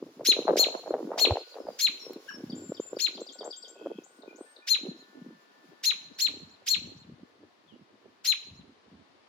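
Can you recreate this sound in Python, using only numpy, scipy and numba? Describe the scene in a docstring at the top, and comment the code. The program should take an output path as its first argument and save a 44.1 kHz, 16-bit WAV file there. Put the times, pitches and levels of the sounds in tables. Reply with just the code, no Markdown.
"""A thrush scolds from a fence a few metres left of a hand-held phone: both sides of its voice box sing arches
of pitch, which distort one another. A small bird further off whistles gliding notes; fences and walls echo
both. Wind chimes ring faintly as pairs of close tones, and shaped noise makes the far garden and a faint treble
hiss that swells a little, then fades. Gusts buffet the microphone as filtered clicks and noise under a low cut
that shifts over time. The hand knocks on the case, and a dry twig ticks."""
import sys
import numpy as np
from scipy import signal
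from scipy.fft import rfft, irfft
from scipy.io import wavfile
from scipy.ndimage import uniform_filter1d
from numba import njit

SR = 44100
rng = np.random.default_rng(int(sys.argv[2]) if len(sys.argv) > 2 else 0)


def transcribe(u):
    """Save the signal u as a 16-bit wav file named by the first command-line argument.

    u: samples, shape (n,) or (channels, n), limited to [-1, 1]; the rate is SR.
    q: integer samples, one column per channel.
    """
    v = np.clip(np.atleast_2d(u).T, -1, 1)
    q = np.round(v * 32767).astype(np.int16)
    wavfile.write(sys.argv[1], SR, q)


def makeup_ratio(level_db):
    """Linear amplitude ratio for a level in decibels (20 dB per factor of ten)."""
    decades = np.asarray(level_db, float) / 20
    return 10 ** decades


N = 409248
TIME = np.arange(N) / SR  # seconds

# far traffic and trees, relative spectrum: pitch_hz, level_db
GARDEN_COLOUR = [(120, -38), (200, -7), (1140, -7), (1450, -12), (1740, -11.5), (2330, -14.5),
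                 (4590, -17.5), (8720, -36), (10100, -35), (11900, -56), (16000, -60.5)]
# their balance between the sides: pitch_hz, left_minus_right_db
GARDEN_PAN = [(60, -10), (110, -0.5), (200, -8), (380, 3), (700, 2), (1290, 0.5), (2380, 4.5), (4400, 7),
              (8120, -0.5), (15000, -0.5)]
GARDEN_DB = -63  # rms before panning and slow swells
# level of a faint hiss, mostly high, swelling a little then fading, relative: start_s, level_db
TREBLE_HISS_LEVEL = [(0, -77.5), (.7, -73.5), (2.35, -72.5), (2.85, -78.5), (4.2, -82), (5.7, -83), (6.3, -90),
                     (7.5, -91.5), (9.28, -100)]
# spectrum of the treble hiss, relative: pitch_hz, level_db
TREBLE_HISS_COLOUR = [(1000, 2.5), (2500, 0.5), (5000, 4.5), (7500, -1), (8500, -28), (10000, 0.5), (12000, -20.5),
                      (14000, -1), (16000, -11)]

# gusts on the microphone, relative: middle_s, length_s, level_db, centre_hz
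GUSTS = [(0.021, .1, -43.5, 350), (.31, .2, -42.5, 380), (.53, .1, -30.5, 490), (0.715, .12, -38.5, 480),
         (0.917, .05, -31.5, 450), (1.083, .08, -35.5, 350), (1.202, .14, -33.5, 550),
         (1.33, .06, -33, 450), (1.636, .08, -37, 525), (1.918, .08, -49.5, 320), (2.12, .1, -47, 350),
         (2.4, .1, -44.5, 250), (2.56, .12, -43, 240), (2.72, .1, -51.5, 320), (2.95, .06, -49, 450),
         (3.207, .2, -48.5, 380), (3.432, .12, -50, 480), (3.76, .08, -52, 420), (3.858, .06, -45, 420),
         (3.96, .08, -48.5, 330), (4.308, .2, -50.5, 370), (4.871, .08, -43, 270), (5.2, .12, -51.5, 240),
         (5.33, .06, -53.5, 220), (5.688, .06, -63, 230), (6.071, .08, -58.5, 195), (6.33, .08, -51, 280),
         (6.44, .05, -51, 195), (6.836, .12, -51, 180), (7.033, .16, -55, 175), (7.23, .06, -61.5, 250),
         (7.423, .04, -61, 255), (7.77, .1, -58, 200), (8.09, .06, -61, 260), (8.561, .1, -53.5, 170),
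         (8.683, .08, -61.5, 250), (8.96, .16, -58, 185)]
GUST_FADE_DB_PER_S, CALM_DB, CALM_HZ = 220.5, -71.5, 380
EDDIES_PER_S, EDDY_SPREAD_DB, EDDY_SIDE_DB = 160, 17, -9
EDDY_DULL_RATIO = 2.48  # low-pass corner over the gust's centre pitch
RUMBLE_HZ, RUMBLE_DB = 104, -11
# strongest buffets, levels before panning and the low cut: start_s, peak_db, centre_hz
BUFFETS = [(0.023, -24.5, 373), (0.284, -20, 373), (0.364, -22, 494), (0.387, -16.5, 423), (0.45, -23, 386),
           (0.488, -12, 544), (0.511, -17, 379), (0.533, -16.5, 470), (0.555, -15, 551), (0.568, -20, 535),
           (0.591, -17, 505), (0.665, -19.5, 501.5), (0.748, -23.5, 410), (0.858, -29, 572.2),
           (0.875, -31, 573.9), (0.904, -16, 460), (0.937, -16, 607), (1.044, -36, 355), (1.138, -28, 456),
           (1.159, -31, 637), (1.211, -24, 590), (1.226, -46, 532), (1.305, -14, 740), (1.319, -22.5, 542),
           (1.353, -19.5, 640), (1.367, -17, 705), (1.562, -33, 590), (1.599, -27.5, 488),
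           (1.683, -24, 589.1), (2.103, -28, 384), (2.158, -30, 317), (2.435, -25.5, 260),
           (2.529, -26, 238), (2.692, -28, 224), (2.717, -22, 457), (2.796, -19, 401), (2.928, -24, 466),
           (2.966, -23, 457), (3.214, -24.5, 431.2), (3.406, -31, 480), (3.447, -30, 567.9),
           (3.857, -22.5, 466), (3.866, -23, 513), (3.983, -28, 341), (4.276, -33, 380), (4.407, -32, 380),
           (4.831, -30.5, 272), (4.884, -24.5, 199.5), (5.216, -36.5, 204), (6.841, -39.5, 195.7),
           (7.088, -41.5, 181.1), (7.118, -40, 221.6), (7.23, -38, 262.1)]
BUFFET_CYCLES = 0.78
BUFFET_EDGE_DB, BUFFET_EDGE_RATIO = -18.5, 2.4  # a fainter, higher burst sharpens each buffet
# corner of the low cut: start_s, shared_sound_hz, left_minus_right_sound_hz
LOW_CUT = [(0, 110, 716), (.5, 158.7, 508), (1.33, 183.2, 305), (1.45, 340, 305), (1.7, 138.7, 220),
           (2.2, 165, 404), (2.5, 90, 422), (2.96, 100, 413), (3.05, 168.7, 420), (3.5, 196.5, 484),
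           (4.1, 140, 355), (4.7, 208, 350), (5, 125, 240), (5.6, 140, 178.6), (6.3, 67.2, 66.5),
           (6.9, 45, 45), (7.45, 85, 70), (8.2, 85, 75), (8.55, 45, 45), (9.28, 68.3, 60)]

# knocks of the hand, levels before the case's low cut: start_s, peak_db, pitch_hz
KNOCKS = [(.3, -61, 55), (.56, -63, 55.43), (.93, -55.5, 61.3), (1.32, -16, 84), (1.65, -58, 58.07)]
# a dry twig, before the same cut: start_s, level_db
TWIG_TICK = (2.134, -37)
CASE_CUT_HZ = 100

# chime tubes: pitch_hz, beat_hz, time_to_fall_60_db_s, strikes (start_s, level_db)
TUBES = [(1090, 1.1, 8.5, [(2.0, -70.5), (4.1, -78)]), (1467, 1.9, 12, [(1.04, -68.5), (2.52, -63.5),
         (3.33, -66.5), (3.78, -65), (4.58, -66.5)]), (1760, 4.5, 9.7, [(4.45, -60.5), (5.0, -67.5),
         (6.4, -72), (8.0, -76)])]
SWAY_DB = 1.5

# distant song, relative: start_s, note name, level_db
SONG = [(1.329, "slide", -67.5), (1.592, "slide", -70), (1.995, "see", -55), (2.262, "drop", -66.5),
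        (2.287, "see", -55.5), (2.497, "chip", -51), (2.515, "drop", -53.5), (2.494, "fork", -61.5),
        (2.742, "fork", -56), (2.959, "fork", -58), (2.55, "longer", -59), (2.745, "chip", -53),
        (2.765, "drop", -53), (2.799, "long", -52), (2.82, "mew", -72), (2.962, "chip", -51.5),
        (2.985, "drop", -52), (4.035, "swoop", -60), (4.053, "hold", -74), (4.218, "tick", -56),
        (4.272, "pipe", -65.5), (4.356, "swoop", -60), (4.374, "hold", -70), (4.56, "tick", -58.5),
        (4.618, "pipe", -68), (7.675, "sigh", -70.5)]
# its notes by name: length_ms, start_hz, end_hz, glide_ms
NOTES = {"chip": (17, 4350, 4900, 7.9), "drop": (17.9, 4150, 2700, 13), "rise": (38.5, 2000, 7570, 3.3),
         "fork": (16, 6100, 4900, 5), "slide": (220, 5350, 4600, 90), "see": (76, 5700, 5465, 15),
         "long": (95, 6000, 7210, 4), "swoop": (19, 5300, 7950, 10), "hold": (165, 7890, 8550, 45),
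         "longer": (170, 6300, 7300, 4), "tick": (13.2, 5200, 2800, 9.1), "pipe": (44.03, 2450, 2420, 30),
         "mew": (75, 2623, 2660, 48.8), "sigh": (75, 3680, 2623, 39)}
# a phrase sung five times: note name, delay_s, level_db
PHRASE = [("chip", 0, -50), ("fork", -0.004, -59), ("drop", 0.018, -53), ("rise", .053, -57.5)]
PHRASE_S, PHRASE_EVERY_S, PHRASE_SWELL_DB = 3.148, .1192, 1  # louder each time
# span of a trill: start_s, end_s, clicks_per_s
TRILL = (3.742, 3.99, 56)
# its two notes: pitch_hz, delay (share of a cycle), level_db
TRILL_NOTES = [(3250, .01, -63), (2570, 0.4, -65)]
# one soft low cluck of the thrush: start_s, pitch_hz, level_db
CLUCK = [(2.276, 1286, -64.5), (2.282, 1543, -52), (2.292, 1696, -43), (2.305, 1500, -48.5),
         (2.316, 990, -54.5), (2.322, 900, -90)]
CLUCK_SECOND_DB, CLUCK_SECOND_RATIO = -11, 1.79  # the other side of the voice box
SONG_PAN_DB, SONG_SECOND_DB, SONG_WOBBLE_HZ, SONG_FLUTTER_DB = 13.5, -28.5, 39.91, 3
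SONG_WET_DB = 4.5  # extra echo for the distant bird

# echoes of walls and fences, before dulling: delay_ms, left_db, right_db
ECHOES = [(4.05, -16, -24), (9.06, -16, -23), (26, -16, -20), (34.63, -22, -25), (48, -26, -30.5),
          (110, -31.5, -33), (182, -33, -36.5), (292.6, -35.5, -41.5)]
NEAR_T60_S, NEAR_DB, FAR_T60_S, FAR_DB, YARD_DULL_HZ = 0.17, -11, 0.59, -11.5, 7171.9
ECHO_SMEAR_MS, SMEAR_PER_DELAY, TAIL_RISE_MS = 0.25, .03, 8.2  # later echoes blur more

# alarm calls, relative: start_s, length_ms, low_voice_top_hz, high_voice_top_hz, level_db
ALARMS = [(0.265, 55.3, 4298, 7005, -20.5), (0.584, 58.6, 4376, 7263, -23),
          (1.196, 57.4, 4402, 7390, -22.5), (1.807, 62.3, 4334, 7274, -23), (3.006, 60.7, 4350, 7276, -30),
          (4.689, 60.4, 4280, 7074, -25), (5.851, 57, 4276, 7084, -24.5), (6.205, 64, 4355, 7480, -26.5),
          (6.683, 63.6, 4410, 7490, -27.5), (8.263, 60, 4255, 7096, -24.5)]
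# how bird and phone face each other, one row a call:
# start_s, low_left_minus_right_db, high_left_minus_right_db, high_minus_low_db
BEARING = [(0.27, 10.5, 4.5, -6), (0.59, 10.5, 1.5, -4.5), (1.2, 13, 0, -6.5), (1.81, 8, 7.5, -6.5),
           (3.01, 19.5, 23.5, -6), (4.69, 13.5, 9.5, -6.5), (5.85, 14, -2.4, -4), (6.2, 15.5, -9.5, -5.5),
           (6.68, 14, -8, -3.5), (8.26, 13.5, .7, -4.5)]
# arch of each voice in a call: time (share of length), pitch (share of top), level_db
LOW_VOICE = [(-.45, .3, -58.5), (-.22, .36, -29), (-.08, .55, -17), (.12, .9, -12.5), (.28, 0.99, -2.5),
             (.75, 0.96, 0.5), (.95, .89, -2), (1.03, .64, -4.5), (1.12, .5, -12), (1.18, .38, -26),
             (1.32, .24, -30), (1.4, 0.28, -48)]
HIGH_VOICE = [(-.45, .3, -64.5), (-.26, .34, -22.5), (-.1, 0.61, -7), (.02, 0.74, -1.5), (.15, .9, -0.5),
              (.38, 0.99, -3.5), (.6, .97, -5), (.7, .89, -10.5), (.8, .8, -47.5), (.9, .7, -74.5)]
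# tones from the voices distorting one another: multiple of low, multiple of high, level_db
OVERTONES = [(2, 0, -47), (1, 1, -9), (3, 0, -27.5), (0, 2, -6), (2, 1, -18)]
# phase by which left leads right: low_voice_rad, high_voice_rad, overtones_rad
LEFT_LEAD = (0.45, -0.72, -1.4)
# air hissing through the beak, relative to the high voice: time (share of length), level_db
HISS = [(-.42, -49), (-.25, -13), (-.05, -9), (.25, -20), (.6, -26), (1.0, -24), (1.4, -49.5)]
# spectrum of the hiss, relative: pitch_hz, level_db
HISS_COLOUR = [(900, -26.5), (2000, -5.5), (5000, 4.5), (7500, -1), (9200, -18), (11000, -5), (12200, -14),
               (14500, -4), (16500, -17)]
HISS_APART = 0.46  # strength of the unlike hiss at each port, beside the shared hiss
RASP_DB, RASP_HZ, WAVER_DB = -29, 1500, 2


def level(x, db):
    """Scale to an rms level."""
    return x * makeup_ratio(db) / np.sqrt(np.mean(x ** 2))


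def panned(x, pan_db):
    """Two channels that differ in level."""
    return np.array([x * makeup_ratio(pan_db / 2), x * makeup_ratio(-pan_db / 2)])


def curve(table, t=TIME):
    """Columns of a table joined by straight lines."""
    s, *columns = np.transpose(table)
    return [np.interp(t, s, c) for c in columns]


def colour(x, points):
    """Shape a spectrum by (Hz, dB) points."""
    point_hz, point_db = np.array(points).T
    log_hz = np.log(np.arange(N // 2 + 1) * SR / N + 1)
    return irfft(rfft(x) * makeup_ratio(np.interp(log_hz, np.log(point_hz), point_db)), N)


def walk(rate):
    """Random levels held 1 / rate s and smoothed twice; spread near 1."""
    k = int(SR / rate)
    steps = np.repeat(rng.standard_normal(N // k + 1), k)
    return 1.14 * uniform_filter1d(uniform_filter1d(steps, k), k)[:N]


def add(out, s, x):
    """Mix a short sound in at a time."""
    i = max(int(s * SR), 0)
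    n = min(x.shape[-1], N - i)
    out[..., i:i + n] += x[..., :n]


def puff(hz, cycles, phase):
    """A bell-shaped burst of a few cycles."""
    half = int(3 * cycles * SR / hz)
    t = np.arange(-half, half) / SR
    return np.exp(-(t * hz / cycles) ** 2) * np.cos(2 * np.pi * hz * t + phase)


@njit
def svf(x, hz, k, high):
    """Filter with a moving corner: high-pass or band-pass; a smaller k rings more."""
    y, b, l = np.empty(len(x)), 0., 0.
    for i in range(len(x)):
        g = np.tan(np.pi * hz[i] / SR)
        v = (b + g * (x[i] - l)) / (1 + g * (g + k))
        low = l + g * v
        b, l = 2 * v - b, 2 * low - l
        y[i] = x[i] - k * v - low if high else k * v
    return y


def garden():
    """Far traffic and trees, unrelated left and right; a faint flickering treble hiss swells, then fades."""
    far = level(colour(rng.standard_normal((2, N)), GARDEN_COLOUR), GARDEN_DB) * makeup_ratio(2.2 * walk(0.99))
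    tilt = [[(hz, sign * db / 2) for hz, db in GARDEN_PAN] for sign in (1, -1)]
    far = np.array([colour(c, points) for c, points in zip(far, tilt)])
    treble = rng.standard_normal((2, N)) * makeup_ratio(2.5 * walk(25))
    near = colour(treble, [(300, -41.5)] + TREBLE_HISS_COLOUR)
    return far + level(near, 11.0) * makeup_ratio(curve(TREBLE_HISS_LEVEL)[0])


def gusts():
    """Each gust holds, fading on both sides to the calm; louder gusts weigh more in the pitch."""
    t = TIME[::64]
    s, length, db, hz = np.array(GUSTS).T[:, :, None]
    outside_s = np.maximum(np.abs(t - s) - length / 2, 0)
    power = makeup_ratio(db - GUST_FADE_DB_PER_S * outside_s) ** 2
    calm = makeup_ratio(CALM_DB) ** 2
    total = power.sum(axis=0) + calm
    centre = ((power * hz).sum(axis=0) + calm * CALM_HZ) / total
    return np.interp(TIME, t, centre), np.interp(TIME, t, np.sqrt(total))


def wind():
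    """Eddies of uneven size and pitch strike the ports in flurries; the strongest are short dull buffets."""
    hz, strength = gusts()
    chance = rng.random((3, N))
    hits = chance[0] < EDDIES_PER_S / SR
    eddies = hits * makeup_ratio(-EDDY_SPREAD_DB * chance[1]) * np.sign(chance[2] - .5)
    rush = (level(eddies, 0) + 0.42 * rng.standard_normal(N)) * makeup_ratio(4.3 * walk(30))
    # taking away the high-pass and band-pass parts leaves the low-pass part
    dull_hz = EDDY_DULL_RATIO * hz
    rush = rush - svf(rush, dull_hz, 1.4, True) - svf(rush, dull_hz, 1.4, False)
    eddy_hz = hz * makeup_ratio(2.5596 * walk(70))
    mid = svf(svf(rush, eddy_hz, 0.41, False), eddy_hz, 1.3, False)
    side = svf(svf(rush * walk(40), 1.1 * eddy_hz, .8, False), 1.2 * eddy_hz, 2.2, False)
    rumble_hz = np.full(N, 1. * RUMBLE_HZ)
    rumble = svf(svf(rush, rumble_hz, 1.2, False), rumble_hz, 1.2, False)
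    shared = level(mid, 0) + level(rumble, RUMBLE_DB)
    apart = level(side, EDDY_SIDE_DB) * np.array([[1], [-1]])  # opposite at the two sides
    out = strength * np.sqrt(400 / hz) * (shared + apart)
    draws = rng.uniform(-0.8, 1, (len(BUFFETS), 2))
    for (s, peak_db, centre_hz), (turn, lean) in zip(BUFFETS, draws):
        burst = puff(centre_hz, BUFFET_CYCLES, turn)
        edge = puff(BUFFET_EDGE_RATIO * centre_hz, BUFFET_CYCLES, turn)
        add(burst, 1.5 / centre_hz, makeup_ratio(BUFFET_EDGE_DB) * edge)
        add(out, s + .004 - len(burst) / 2 / SR, panned(makeup_ratio(peak_db) * burst, 5 * lean))
    return out


def hand():
    """Soft knocks through the case are low bursts; one dry tick is fast-fading noise."""
    out = np.zeros(N)
    for s, db, hz in KNOCKS:
        add(out, s - 2.4 / hz, makeup_ratio(db) * puff(hz, 0.78, 0))
    tick_s, tick_db = TWIG_TICK
    add(out, tick_s, makeup_ratio(tick_db) * rng.standard_normal(120) * np.exp(-np.arange(120) / 18.0))
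    return signal.sosfilt(signal.butter(2, CASE_CUT_HZ, "high", fs=SR, output="sos"), out)


def chimes():
    """Each tube rings with two close modes that beat, and wavers as it sways."""
    out = np.zeros((2, N))
    for hz, beat_hz, t60, strikes in TUBES:
        sway = makeup_ratio(SWAY_DB * walk(5.8))
        for s, db in strikes:
            t = np.maximum(TIME - s, 0)
            turn = rng.uniform(0, 2 * np.pi, (2, 1))
            pair = np.sin(2 * np.pi * hz * t + turn)
            pair += 0.35 * np.sin(2 * np.pi * (hz + beat_hz) * t + turn)
            out += makeup_ratio(db) * np.minimum(t / 0.02, 1) * 1000. ** (-t / t60) * pair * sway
    return out


def song():
    """Whistled notes that glide to their end pitch and a two-note trill, with the thrush's soft two-voiced
    cluck."""
    out, wobble = np.zeros(N), SONG_WOBBLE_HZ * walk(200)
    phrase = [(PHRASE_S + k * PHRASE_EVERY_S + late, note, db + k * PHRASE_SWELL_DB)
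              for k in range(5) for note, late, db in PHRASE]
    for s, note, db in SONG + phrase:
        ms, start_hz, end_hz, glide_ms = NOTES[note]
        t = np.arange(int(ms * SR / 1000)) / SR * 1000  # milliseconds
        hz = end_hz + (start_hz - end_hz) * np.exp(-t / glide_ms) + wobble[int(s * SR):][:len(t)]
        phase = 2 * np.pi * np.cumsum(hz) / SR
        fade = np.minimum(np.minimum(t, ms - t) / 5, 1)
        whistle = np.sin(phase) + makeup_ratio(SONG_SECOND_DB) * np.sin(2 * phase)
        add(out, s, makeup_ratio(db) * fade * whistle)
    trill_start, trill_end, clicks_per_s = TRILL
    for s in np.arange(trill_start, trill_end, 1 / clicks_per_s):
        for hz, late, db in TRILL_NOTES:
            add(out, s + late / clicks_per_s, makeup_ratio(db + 2 * rng.standard_normal()) * puff(hz, 5.0, 0))
    hz, db = curve(CLUCK)
    phase = 2 * np.pi * np.cumsum(hz) / SR
    voiced = (TIME > CLUCK[0][0]) & (TIME < CLUCK[-1][0])
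    cluck = np.sin(phase) + makeup_ratio(CLUCK_SECOND_DB) * np.sin(CLUCK_SECOND_RATIO * phase)
    out += voiced * makeup_ratio(db) * cluck
    return panned(np.sqrt(2) * out * makeup_ratio(SONG_FLUTTER_DB * walk(80)), SONG_PAN_DB)


def yard(x, direct_db):
    """Direct sound, blurred echoes of walls, and scattered near and far tails, unlike at each side."""
    ms = TIME[:SR] * 1000
    near = level(1000. ** (-ms / 1000 / NEAR_T60_S), NEAR_DB)
    far = level(1000. ** (-ms / 1000 / FAR_T60_S), FAR_DB)
    shape = np.tile((near + far) * np.minimum(ms / TAIL_RISE_MS, 1) / np.sqrt(SR), (2, 1))
    for delay_ms, *db in ECHOES:
        smear_ms = ECHO_SMEAR_MS + SMEAR_PER_DELAY * delay_ms
        echo = level(np.exp(-((ms - delay_ms) / smear_ms) ** 2), 0)
        shape += makeup_ratio(np.array(db))[:, None] * echo / np.sqrt(SR)
    dull = signal.butter(2, YARD_DULL_HZ, fs=SR, output="sos")
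    tails = signal.sosfilt(dull, shape * rng.standard_normal((2, SR)))
    return makeup_ratio(direct_db) * x + signal.fftconvolve(x.mean(axis=0)[None], tails, axes=1)[:, :N]


def alarms():
    """Each call stretches the same two arches; a rasp roughens them and air hisses past."""
    out, breath = np.zeros((2, N)), np.zeros(N)
    rasp = signal.sosfilt(signal.butter(2, RASP_HZ, fs=SR, output="sos"), rng.standard_normal(N))
    waver = makeup_ratio(WAVER_DB * walk(150)) + level(rasp, RASP_DB)
    low_lead, high_lead, over_lead = (np.array([[r / 2], [-r / 2]]) for r in LEFT_LEAD)
    for (s, ms, low_hz, high_hz, low_db), (_, low_pan_db, high_pan_db, below_db) in zip(ALARMS, BEARING):
        high_db = low_db + below_db
        u = np.arange(-.45, 1.4, 1000 / ms / SR)  # time as a share of the call's length
        low, low_shape = curve(LOW_VOICE, u)
        high, high_shape = curve(HIGH_VOICE, u)
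        low_phase = 2 * np.pi * np.cumsum(low * low_hz) / SR
        high_phase = 2 * np.pi * np.cumsum(high * high_hz) / SR
        call = panned(makeup_ratio(low_db + low_shape), low_pan_db) * np.sin(low_phase + low_lead)
        call += panned(makeup_ratio(high_db + high_shape), high_pan_db) * np.sin(high_phase + high_lead)
        for m, n, db in OVERTONES:
            # a mixed tone takes the mean level of its voices and comes out mainly near the top of the arch
            mean_db = (m * (low_db + low_shape) + n * (high_db + high_shape)) / (m + n)
            mixed = np.sin(m * low_phase + n * high_phase + over_lead)
            call += makeup_ratio(db + mean_db) * low ** 3 * mixed
        begin_s = s - .45 * ms / 1000
        add(out, begin_s, call)
        add(breath, begin_s, makeup_ratio(high_db + curve(HISS, u)[0]))
    air = rng.standard_normal((3, N))
    # the right port hears the shared hiss two samples late
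    air = np.array([air[0], np.roll(air[0], 2)]) + HISS_APART * air[1:]
    return np.sqrt(2) * waver * out + breath * level(colour(air, HISS_COLOUR), 7.2)


def scene():
    """Birds and their echoes over wind and garden under a moving low cut; knocks pass through the case."""
    wet_song = makeup_ratio(SONG_WET_DB) * yard(song(), -SONG_WET_DB)
    air = yard(alarms(), 0) + wet_song + chimes() + garden() + wind()
    cut = []
    # the shared and the left-minus-right sound have their own corners
    for x, hz in zip((air[0] + air[1], air[0] - air[1]), curve(LOW_CUT)):
        for k in (1.85, .77, 1.85, .77):
            x = svf(x, hz, k, True)
        cut.append(x / 2)
    return np.array([cut[0] + cut[1], cut[0] - cut[1]]) + hand()


def band_limit(x):
    """A steep low-pass at the top of the band."""
    return signal.sosfilt(signal.butter(12, 16120, fs=SR, output="sos"), x)


def record(dry):
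    """The finished mix as the phone keeps it."""
    return band_limit(dry)


dry = scene()
out = record(dry)
transcribe(out)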